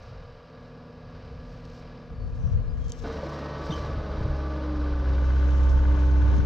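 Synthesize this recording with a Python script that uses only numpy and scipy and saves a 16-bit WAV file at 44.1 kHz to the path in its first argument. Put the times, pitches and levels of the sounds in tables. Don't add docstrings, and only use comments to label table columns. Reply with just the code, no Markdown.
import sys
import numpy as np
from scipy import signal
from scipy.fft import rfft, irfft, next_fast_len
from scipy.io import wavfile
from scipy.ndimage import uniform_filter1d, map_coordinates

SR = 44100
rng = np.random.default_rng(int(sys.argv[2]) if len(sys.argv) > 2 else 0)


def voltage_ratio(decibels):
    exponent = np.asarray(decibels, float) / 20
    return 10 ** exponent


def to_wav(s):
    ch = np.atleast_2d(s).T
    pcm = np.round(np.clip(ch, -1, 1) * 32767)
    wavfile.write(sys.argv[1], SR, pcm.astype(np.int16))


N = 284489
T = np.arange(N) / SR
CHANGE_S = 3.037
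UNSTEADY_DB = 0.6
FIRING_SCATTER_DB = 1


def unit(x):
    return x / np.sqrt(np.mean(x ** 2) + 1e-20)


def along(points, hz):
    f, v = np.transpose(points)
    return np.interp(np.log(hz + 1), np.log(f + 1), v)


def curves(rows):
    s, *cols = np.transpose(rows)
    return [np.interp(T, s, c) for c in cols]


def wobble(rate):
    coarse = T[::16]
    knots = rng.standard_normal(int(N * rate / SR) + 4)
    return np.interp(T, coarse, map_coordinates(knots, [coarse * rate]))


def swells(rows):
    coarse = T[::16]
    power = sum(voltage_ratio(2 * db - 15.4 * ((coarse - s) / half) ** 2) for s, half, db in rows)
    return np.interp(T, coarse, np.sqrt(power))


def filtered(x, response):
    m = next_fast_len(N + SR // 2)
    return irfft(rfft(x, m) * response(np.fft.rfftfreq(m, 1 / SR)), m)[..., :N]


def above(hz, edge_hz):
    return 1 / (1 + (edge_hz / (hz + 1)) ** 6)


def tone(turns, multiple, blur, sway_db):
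    phase = 2 * np.pi * multiple * turns + blur * np.sqrt(multiple) * wobble(14) + 7 * rng.random()
    return np.sqrt(2) * voltage_ratio(sway_db * wobble(9)) * np.sin(phase)


def clatter(turns, spectrum, depth_db, scatter_db):
    # centre in Hz, width in Hz, boost in dB.
    panels = [(459, 33, 6), (606, 46, 0.5), (1160, 260, 3), (1495, 56, 1.5), (1690, 38, 9), (2370, 46, 3),
              (3040, 180, 2.5), (3905, 300, 5), (4700, 490, 4)]
    firing = 2 * turns
    size = rng.standard_normal(int(firing[-1]) + 2)[firing.astype(int)]
    puff = voltage_ratio((depth_db + scatter_db * size) * np.exp(-3 * (firing % 1)))
    noise = rng.standard_normal((2, N))
    low = filtered(noise, lambda f: 1 - above(f, 732))
    noise = low + unit(puff) * filtered(noise, lambda f: above(f, 672))
    ring_db = lambda f: sum(db / (1 + (2 * (f - c) / w) ** 2) for c, w, db in panels)
    return filtered(noise, lambda f: voltage_ratio(along(spectrum, f) + ring_db(f)))


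def knocks(turns, modes):
    cylinders = [0, -12, -9, -4.5]
    loud_firing_s = 6.217
    count = np.floor(2 * (turns - turns[round(loud_firing_s * SR)])).astype(int)
    at = np.flatnonzero(np.diff(count)) + 1
    blows = np.zeros(N)
    blows[at] = voltage_ratio(np.take(cylinders, count[at] % 4) + FIRING_SCATTER_DB * rng.standard_normal(N)[at])
    t = T[:SR // 10]
    ring = sum(voltage_ratio(db - 60 * t / t60) * np.sin(2 * np.pi * hz * t) for hz, db, t60 in modes)
    soft_onset = 1 - np.exp(-t / 0.0033)
    return signal.fftconvolve(blows, ring * soft_onset)[:N]


def idling():
    idle_orders = [2, 4, 6, 8, 12, 13, 16, 22.7, 24, 26, 29.4, 36, 48, 50, 56, 58, 59, 82, 84]
    idle_levels = [-58, -58, -54, -52.5, -55, -59, -68, -60, -59, -59.5, -62.5, -66.5, -68, -73.5, -71.5,
                   -74, -66.5, -70.5, -76]
    # frequency in Hz, level in dB per Hz.
    far_tone = [(88, -26.5), (150, -5.5), (199, -8), (251, -9.5), (362, -18), (472, -10.5), (888, -20.5),
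                (965, -20.5), (1370, -20.5), (1670, -25.5), (2000, -28), (2450, -28), (3530, -34.5),
                (5250, -34.5), (7960, -58.5), (10300, -98), (17500, -120)]
    # frequency in Hz, level in dB, t60 in seconds.
    idle_modes = [(1192, -1, 0.044), (1420, -4, .04), (1664, -4.5, 0.046), (990, -3, 0.054),
                  (692, -2, 0.04), (2400, -10, 0.033), (485, 0, 0.064)]
    # time in seconds, level under 420 Hz in dB.
    bass_release = [(0, -8.5), (.42, -9), (.55, -0.5), (3.1, 3)]
    idle_hz, block_db, knock_db = 20.0, -50.5, -55.5
    turns = np.cumsum(idle_hz * (1 + 0.001988 * wobble(2.007))) / SR
    block = clatter(turns, far_tone, depth_db=3.5, scatter_db=FIRING_SCATTER_DB)
    x = voltage_ratio(block_db + UNSTEADY_DB * wobble(5.97)) * unit(block)
    for k, db in zip(idle_orders, idle_levels):
        x[0] += voltage_ratio(db) * tone(turns, k, blur=0.031, sway_db=0.0)
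    x[0] += voltage_ratio(knock_db) * knocks(turns, idle_modes)
    bass = filtered(x, lambda f: 1 - above(f, 420))
    x = x - bass + bass * voltage_ratio(curves(bass_release)[0])
    return x * np.clip((CHANGE_S - T) / 0.0018, 0, 1)


def buffet(response, even):
    x = unit(filtered(rng.standard_normal(N), response))
    power = np.abs(uniform_filter1d(uniform_filter1d(x * x, 1300), 1300))
    return unit(x / (power + 0.055) ** (even / 2))


def wind():
    # time in seconds, level in dB.
    gusts = [(0, -48), (.2, -47), (.37, -49.5), (.5, -58), (.85, -61), (1.45, -49.5), (2.04, -50.5),
             (2.15, -40.5), (2.45, -30.5), (2.87, -32.5), (2.97, -44), (3.1, -43.5), (3.45, -54),
             (3.9, -38.5), (4.55, -49), (5.2, -38), (5.7, -34.5), (6.45, -35)]
    # centre in seconds, half length in seconds, level in dB.
    flurries = [(.12, .05, -51), (.58, 0.026, -50), (1.3, 0.24, -43), (2.13, 0.032, -38),
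                (2.24, 0.061, -33.5), (2.46, 0.036, -28.5), (2.56, 0.054, -25), (2.87, 0.038, -35.5),
                (3.03, 0.031, -37.5), (4.24, 0.07, -30), (5.13, 0.044, -33), (5.7, .08, -37.5),
                (6.26, 0.084, -29.5), (6.42, 0.066, -25.5)]
    # centre in seconds, half length in seconds, level
    # in dB.
    slaps = [
        (2.26, 0.068, -31.5),
        (5.5, 0.0204, -41),
        (5.73, 0.037, -29),
        (5.85, 0.026, -35.5),
        (6.37, 0.056, -23),
    ]
    gusty_db, flutter_db, across_db = 4.5, -3, -3
    strength_db, = curves(gusts)
    flurry = np.hypot(voltage_ratio(strength_db + flutter_db + gusty_db * wobble(8)), swells(flurries))
    deep = buffet(lambda f: above(f, 27) * (1 - above(f, 60)), even=0.5)
    flutter = buffet(lambda f: above(f, 38) / (1 + (f / 135) ** 5.85), even=0.38)
    common = voltage_ratio(strength_db + gusty_db * wobble(6.1)) * deep + flurry * flutter
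    opposed = buffet(lambda f: above(f, 18) / (1 + (f / 110) ** 4.3), even=0.4)
    opposed = opposed * voltage_ratio(across_db) * np.hypot(voltage_ratio(strength_db), flurry)
    opposed += swells(slaps) * buffet(lambda f: above(f, 40) / (1 + (f / 130) ** 3.3), even=0.6)
    return common, np.where(T < CHANGE_S, 0.7, 0.05) * common + opposed


def rustle():
    # centre in seconds, half length in seconds, level in dB.
    strokes = [(.06, 0.053, -73), (.64, .05, -82), (1.55, 0.15, -76.5), (1.74, 0.081, -71.5),
               (2.42, 0.13, -76.5), (2.89, .02, -72), (2.93, 0.012, -67), (3.0, 0.16, -67.5),
               (3.13, 0.047, -67), (3.3, 0.2, -67.5), (3.72, 0.11, -62.5), (3.85, 0.081, -72),
               (4.22, 0.025, -73), (4.52, 0.048, -81), (5.25, .03, -84.5), (5.62, 0.18, -69.5),
               (5.71, .03, -77), (6.04, 0.13, -75.5), (6.37, 0.027, -70.5)]
    # frequency in Hz, level in dB.
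    grit = [(1500, -19.5), (2700, -8), (4000, 0), (5500, 1), (7000, -11.5), (8500, -21.5), (10000, -30),
            (11400, -44), (12200, -25), (14000, -23), (15300, -30), (15800, -44.5)]
    steady_db = np.where(T < CHANGE_S, -100, -79)
    grains = voltage_ratio(2.8 * wobble(90)) * rng.standard_normal((2, N))
    grains = unit(filtered(grains, lambda f: voltage_ratio(along(grit, f))))
    return voltage_ratio(8.0) * np.hypot(voltage_ratio(steady_db), swells(strokes)) * grains


def spade_ticks():
    # time in seconds, peak in dB, pitch in Hz.
    tick_rows = [(.2404, -53, 4370), (1.0704, -58, 4470), (1.6534, -42, 4400), (2.4727, -49, 4300),
                 (2.5364, -52, 3000), (2.851, -49, 3500), (2.883, -44.5, 5850), (2.896, -44, 6200),
                 (2.9, -45, 6240), (2.9045, -44, 5500), (2.9207, -27, 6100), (2.9213, -32, 4000),
                 (3.129, -43, 4860), (3.2675, -46, 3850), (3.661, -46, 6200), (4.2128, -48.5, 4600),
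                 (4.2797, -50, 4070), (4.4373, -48, 3790), (4.4882, -49, 3950), (5.255, -48.5, 5850),
                 (5.575, -54, 5940), (5.645, -54, 5500), (5.7054, -50, 5500), (6.383, -47, 4200)]
    spread, edge_db, t60 = 0.4, -30.5, 0.0043
    x = np.zeros(N + 600)
    t, f = np.arange(600) / SR - 0.001, np.fft.rfftfreq(600, 1 / SR)
    cracks = rng.standard_normal((18, 600))
    envelope = voltage_ratio(-60 * np.abs(t) / np.where(t < 0, 0.0005, t60))
    click = 5 * (np.abs(t) < 0.6 / SR)
    edge = voltage_ratio(edge_db) * above(f, 1200) * (1 - above(f, 15000))
    for k, (s, db, hz) in enumerate(tick_rows):
        body = np.exp(-(np.log((f + 1) / hz) / spread) ** 2) * (1 - above(f, 7600)) ** 2
        tick = irfft(rfft((cracks[k % len(cracks)] + click) * envelope) * (body + edge))
        x[round((s - 0.001) * SR):][:600] += voltage_ratio(db) * tick / np.abs(tick).max()
    return x[:N]


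def jolts():
    # start in seconds, frequency in Hz, level in dB, t60 in seconds.
    thumps = [(3.059, 270, -35, 0.14), (2.115, 75, -30, .15), (2.27, 50, -29, .12), (2.325, 75, -27.5, .12),
              (2.855, 65, -27, 0.13), (2.468, 124, -25, 0.17), (2.72, 71.7, -24, 0.14),
              (3.255, 335, -33, .1), (3.268, 646, -30, .03), (3.321, 1130, -30, .025), (3.72, 306, -31, .2),
              (3.68, 890, -38, .15), (3.045, 688, -38.5, 0.18), (3.19, 960, -39, 0.11),
              (6.38, 215, -26.5, 0.13), (2.555, 110.5, -21.5, 0.17), (3.231, 552, -21.5, 0.042),
              (3.697, 168, -19, 0.07), (3.709, 141, -24, 0.059), (3.038, 452, -33, .12),
              (3.975, 135, -25, .08), (4.262, 140, -23, .09), (3.984, 80, -18, 0.067),
              (4.212, 70.4, -12, 0.052), (4.24, 60, -21, 0.054), (4.271, 81, -17, 0.058)]
    x = np.zeros(N)
    for s, hz, db, t60 in thumps:
        u = np.maximum(T - s, 0)
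        x -= voltage_ratio(db - 60 * u / t60) * (1 - np.exp(-u / 0.00092)) * np.sin(2 * np.pi * hz * u)
    return x


def gliding_tones():
    # start in seconds, length in seconds, start in Hz,
    # end in Hz, level in dB.
    note_rows = [(2.13, .1, 4540, 4500, -66), (2.2, .09, 4520, 4440, -63), (2.3, .1, 4480, 4470, -72),
                 (2.39, .05, 5950, 5860, -71), (2.43, .08, 5860, 5835, -67), (2.5, .06, 5840, 5840, -70),
                 (2.495, .05, 4830, 4600, -67), (2.53, .07, 4560, 4360, -68), (2.55, .1, 4320, 4240, -69),
                 (2.65, .05, 4230, 4230, -66), (2.655, .04, 5040, 4970, -70), (2.685, .04, 4930, 4905, -59),
                 (2.72, .03, 4905, 4900, -67), (2.765, .07, 4110, 4190, -71), (2.795, .04, 3340, 3220, -64),
                 (2.83, .04, 3270, 3230, -65), (2.86, .07, 3200, 3110, -62), (2.93, .04, 3110, 3100, -67),
                 (3.02, .17, 452, 447, -35.5), (3.12, .53, 1880, 1862, -55), (4.28, .4, 468, 462, -47)]
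    x = np.zeros(N)
    waver, swell = wobble(60), wobble(40)
    for s, length, hz0, hz1, db in note_rows:
        u = np.clip((T - s) / length, 0, 1)
        glide = 2 * np.pi * length * (hz0 * u + (hz1 - hz0) * u * u / 2) + 0.5 * waver
        envelope = np.abs(np.sin(np.pi * u)) ** 0.6 * (u < 1)
        x += voltage_ratio(db + 1.8 * swell) * envelope * np.sin(glide)
    return x


def with_effort(effort, light_db, heavy_db):
    return voltage_ratio(light_db + (heavy_db - light_db) * effort)


def working_block(turns, fast_hz, effort):
    # frequency in Hz, level in dB per Hz.
    near_tone = [(88, -34), (150, -2), (243, -3.5), (296, -4), (356, -8.5), (457, -7.5), (557, -7.5),
                 (752, -15.5), (873, -15), (1160, -15), (1370, -21.5), (1490, -22), (1840, -23.5),
                 (5710, -33.5), (7960, -56.5), (10300, -94), (17500, -120)]
    noise = clatter(turns, near_tone, depth_db=0.5, scatter_db=2.0)
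    low = filtered(noise, lambda f: 1 - above(f, 660))
    high = filtered(noise, lambda f: above(f, 2010))
    x = unit(low) * voltage_ratio(UNSTEADY_DB * wobble(10))
    x += unit(noise - low - high) * voltage_ratio(-4 + 0.24 * fast_hz)
    x += unit(high) * voltage_ratio(-14 + 0.35 * fast_hz + 1.4 * effort)
    return x * voltage_ratio(-43 + 0.35 * fast_hz + UNSTEADY_DB * wobble(8))


def exhaust(turns, boom_db, effort):
    # centre in seconds, half length in seconds, level in dB.
    octave_rows = [
        (3.3, 0.14, -41.5),
        (3.52, 0.19, -41),
        (4.6, .3, -45),
        (4.02, 0.13, -45),
        (4.3, 0.091, -38),
    ]
    octave = np.hypot(with_effort(effort, -51, -37), swells(octave_rows))
    boom = voltage_ratio(boom_db) * tone(turns, 2, blur=0.04, sway_db=0.14)
    return boom + octave * tone(turns, 4, blur=0.11, sway_db=-0.5)


def gear_whine(turns, effort):
    lasting = [1, 3, 6]
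    # at light effort in dB, at heavy effort in dB.
    lasting_levels = [(-60, -44.5), (-60, -49.5), (-59, -51.5)]
    passing = [5.5, 42, 12, 13, 14.5, 15, 16, 16.5, 17, 18, 24, 27, 32, 33, 36, 40, 50, 51, 28]
    # centre in seconds, half length in seconds, level in dB.
    bouts = [
        [(4.0, .5, -51), (6.0, .6, -49)],
        [(3.45, .35, -58)],
        [(3.35, .3, -51), (3.85, .4, -48.5), (4.25, .3, -50), (5.2, .5, -49.5), (6.1, .7, -48)],
        [(3.85, .15, -50)],
        [(3.9, .4, -57), (5.6, 1.6, -55)],
        [(3.25, .9, -49.5), (5.6, .4, -60)],
        [(4.1, .6, -53), (5.6, .3, -59)],
        [(3.5, .7, -50), (5.2, 2, -56)],
        [(5.5, 1.2, -48)],
        [(3.3, .2, -49), (3.65, .25, -54), (4.05, .25, -51), (4.5, .45, -49), (5.1, .2, -54), (5.6, .3, -57)],
        [(3.75, .5, -55), (4.55, .5, -56)],
        [(3.5, .6, -61), (5.1, .5, -56), (5.75, .3, -53), (6.15, .6, -51)],
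        [(5.9, 1.2, -60)],
        [(4.9, .3, -62), (5.6, .3, -58)],
        [(3.6, .35, -55), (4.08, .2, -54), (4.6, .3, -60)],
        [(5.3, .6, -64)],
        [(5.3, .3, -63)],
        [(5.9, .8, -66)],
        [(5.75, .2, -55), (6.15, .5, -57)],
    ]
    x = np.zeros(N)
    for k, (light_db, heavy_db) in zip(lasting, lasting_levels):
        gain = with_effort(effort, light_db, heavy_db) * voltage_ratio(2.2 + 1.5 * wobble(1.5))
        x += gain * tone(turns, k, blur=0.03, sway_db=1.5)
    for k, rows in zip(passing, bouts):
        x += swells(rows) * tone(turns, k, blur=0.03, sway_db=1.2)
    return x


def pump_housing(turns, shaft_hz):
    # centre in seconds, half length in seconds, level in dB.
    singing = [(3.3, 0.14, -53.5), (3.8, 0.23, -47), (4.55, 0.16, -50.5), (4.9, 0.25, -51),
               (5.3, 0.15, -53), (5.62, 0.12, -48.5), (5.9, 0.17, -54), (3.6, .12, -49.5),
               (4.2, 0.18, -59.5)]
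    centre_hz, half_hz = 1170, 33
    gain = np.hypot(voltage_ratio(-60.5), swells(singing)) * voltage_ratio(1.5)
    x = np.zeros(N)
    for k in (32, 34, 36):
        resonance = 1 / (1 + ((k * shaft_hz - centre_hz) / half_hz) ** 4)
        x += gain * resonance * tone(turns, k, blur=0.03, sway_db=1.5)
    return x


def working():
    # time in seconds, shaft speed in Hz, exhaust boom in dB, pump pressure in dB.
    revs = [(3.05, 37.27, -37.5, -66), (3.28, 36.04, -42.5, -47.5), (3.62, 35.91, -40.5, -51.5),
            (3.77, 36.35, -33.5, -48), (4.0, 35.26, -36, -50.5), (4.33, 34.47, -28.5, -44.5),
            (4.6, 34.19, -32, -38.5), (4.85, 32.98, -27.5, -36), (5.16, 32.45, -22, -43),
            (5.57, 33, -18.5, -39), (5.7, 32.73, -18, -42.5), (5.89, 32.86, -19.5, -38),
            (6.22, 32.69, -18, -36), (6.45, 32.98, -22, -39.5)]
    # frequency in Hz, level in dB, t60 in seconds.
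    block_modes = [(1495, 4.5, 0.03), (1428, -9, 0.028), (1650, -8.5, 0.04), (2045, -13.5, .04),
                   (3220, -15.5, .02), (601, -5.5, 0.049), (896, -9, .04), (1212, -8.5, 0.035),
                   (455, -12.5, 0.069)]
    light_db, heavy_db, full_load_hz = -42, -18, 33
    shaft_hz, boom_db, pump_db = curves(revs)
    turns = np.cumsum(shaft_hz) / SR
    effort = (boom_db - light_db) / (heavy_db - light_db)
    x = working_block(turns, shaft_hz - full_load_hz, effort)
    x[0] += exhaust(turns, boom_db, effort)
    x[0] += voltage_ratio(pump_db) * tone(turns, 9, blur=0.021, sway_db=1.5)
    x[0] += gear_whine(turns, effort)
    x[0] += pump_housing(turns, shaft_hz)
    x[0] += with_effort(effort, -38.5, -32) * knocks(turns, block_modes)
    return x * np.clip((T - CHANGE_S) / 0.0021, 0, 1)


def clinks():
    # start in seconds, frequency in Hz, level in dB, t60 in seconds.
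    pins = [(3.707, 3600, -30.5, 0.044), (3.709, 5750, -44, 0.036), (3.717, 5800, -47, .03),
            (3.709, 2100, -40, 0.033), (3.737, 6300, -48, .05), (3.9, 2300, -49, 0.038),
            (3.721, 3203, -34.5, 0.11), (3.722, 3047, -36, 0.16), (3.724, 6100, -44, 0.061),
            (3.671, 6000, -50, 0.013), (6.383, 6230, -50, 0.025)]
    x = np.zeros(N)
    shiver, quiver = wobble(150), wobble(200)
    for s, hz, db, t60 in pins:
        u = np.maximum(T - s, 0)
        envelope = voltage_ratio(db - 60 * u / t60 + 2.1 * shiver) * (1 - np.exp(-u / 0.00052))
        x += envelope * np.sin(2 * np.pi * hz * u + 0.71 * quiver)
    return x


def scene():
    # time in seconds, level over 1.8 kHz in dB.
    treble = [(0, 1), (.8, -0.5), (1, 1), (1.9, 2), (2.15, -1.5), (2.7, -2.5), (2.85, 0), (4.2, -1),
              (4.6, -1.5), (5.2, -0.5), (5.35, 1.5), (5.6, 0), (6.45, 0)]
    # frequency in Hz, left over right in dB.
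    lean = [(60, -0.5), (120, -2), (240, -0.5), (480, -3), (950, 4.0), (1890, 9.5), (3770, 2), (7510, -1.5)]
    # frequency in Hz, lead in radians.
    lead = [(0, 0), (430, 0.2), (690, 0.8), (1460, 0.72), (2330, 0.2), (2580, -0.5), (3190, -1.1),
            (4740, 0.4), (5170, 0.3), (5510, 0.8), (6120, 0.9), (6460, 1.4), (6800, 1.0), (7670, 1.3)]
    # frequency in Hz, level in dB.
    scatter = [(100, -24), (400, -21.5), (1000, -9), (3000, -16.5), (8000, 1.5)]
    engine = idling() + working()
    engine = engine + (voltage_ratio(curves(treble)[0]) - 1) * filtered(engine, lambda f: above(f, 1800))
    direct, other = engine + rustle()
    direct = direct + spade_ticks() + gliding_tones() + clinks()
    ratio = lambda f: voltage_ratio(along(lean, f)) * np.exp(1j * along(lead, f))
    side = filtered(direct, lambda f: (ratio(f) - 1) / (ratio(f) + 1))
    side += filtered(other, lambda f: voltage_ratio(along(scatter, f)))
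    common, across = wind()
    mid = direct + common + jolts()
    return np.array([mid + side + across, mid - side - across])


def low_pass(x):
    return signal.sosfilt(signal.butter(12, 15700, fs=SR, output="sos"), x)


def record(dry):
    # frequency in Hz, level in dB.
    air = [(6000, -24.5), (7500, -6.5), (9000, -5), (10000, -24), (11500, -30), (11900, -5), (12700, -1.5),
           (13000, -27.5), (16000, -42.5)]
    # frequency in Hz, level in dB.
    stereo_tint = [(1500, -0.5), (3000, 1), (5000, -4), (6300, 5), (7500, 5), (7950, 5), (8200, 0),
                   (10500, 2.5), (11300, 9), (12300, -1), (15000, 0)]
    opens_s, opening_s = np.where(T < CHANGE_S, 1.93, 4.89), 0.61
    dulls_s, dull_hz = 3.9, 13300
    width = np.clip((T - opens_s) / opening_s, 0, 1)
    hiss = filtered(rng.standard_normal((2, N)), lambda f: voltage_ratio(along(air, f)))
    hiss = voltage_ratio(-93.5) * unit(hiss)
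    mid, side = (dry[0] + dry[1]) / 2, (dry[0] - dry[1]) / 2
    tinted = filtered(mid, lambda f: voltage_ratio(along(stereo_tint, f)))
    mid = (1 - width) * mid + width * tinted + hiss[0]
    mid = mid - np.clip((T - dulls_s) / 0.3, 0, 0.9) * filtered(mid, lambda f: f > dull_hz)
    side = width * (side + voltage_ratio(5.5) * hiss[1])
    both = np.array([mid + side, mid - side])
    both = both / (1 + np.abs(both / 0.31) ** 8) ** (1 / 8)
    return low_pass(both)


dry = scene()
out = record(dry)
to_wav(out)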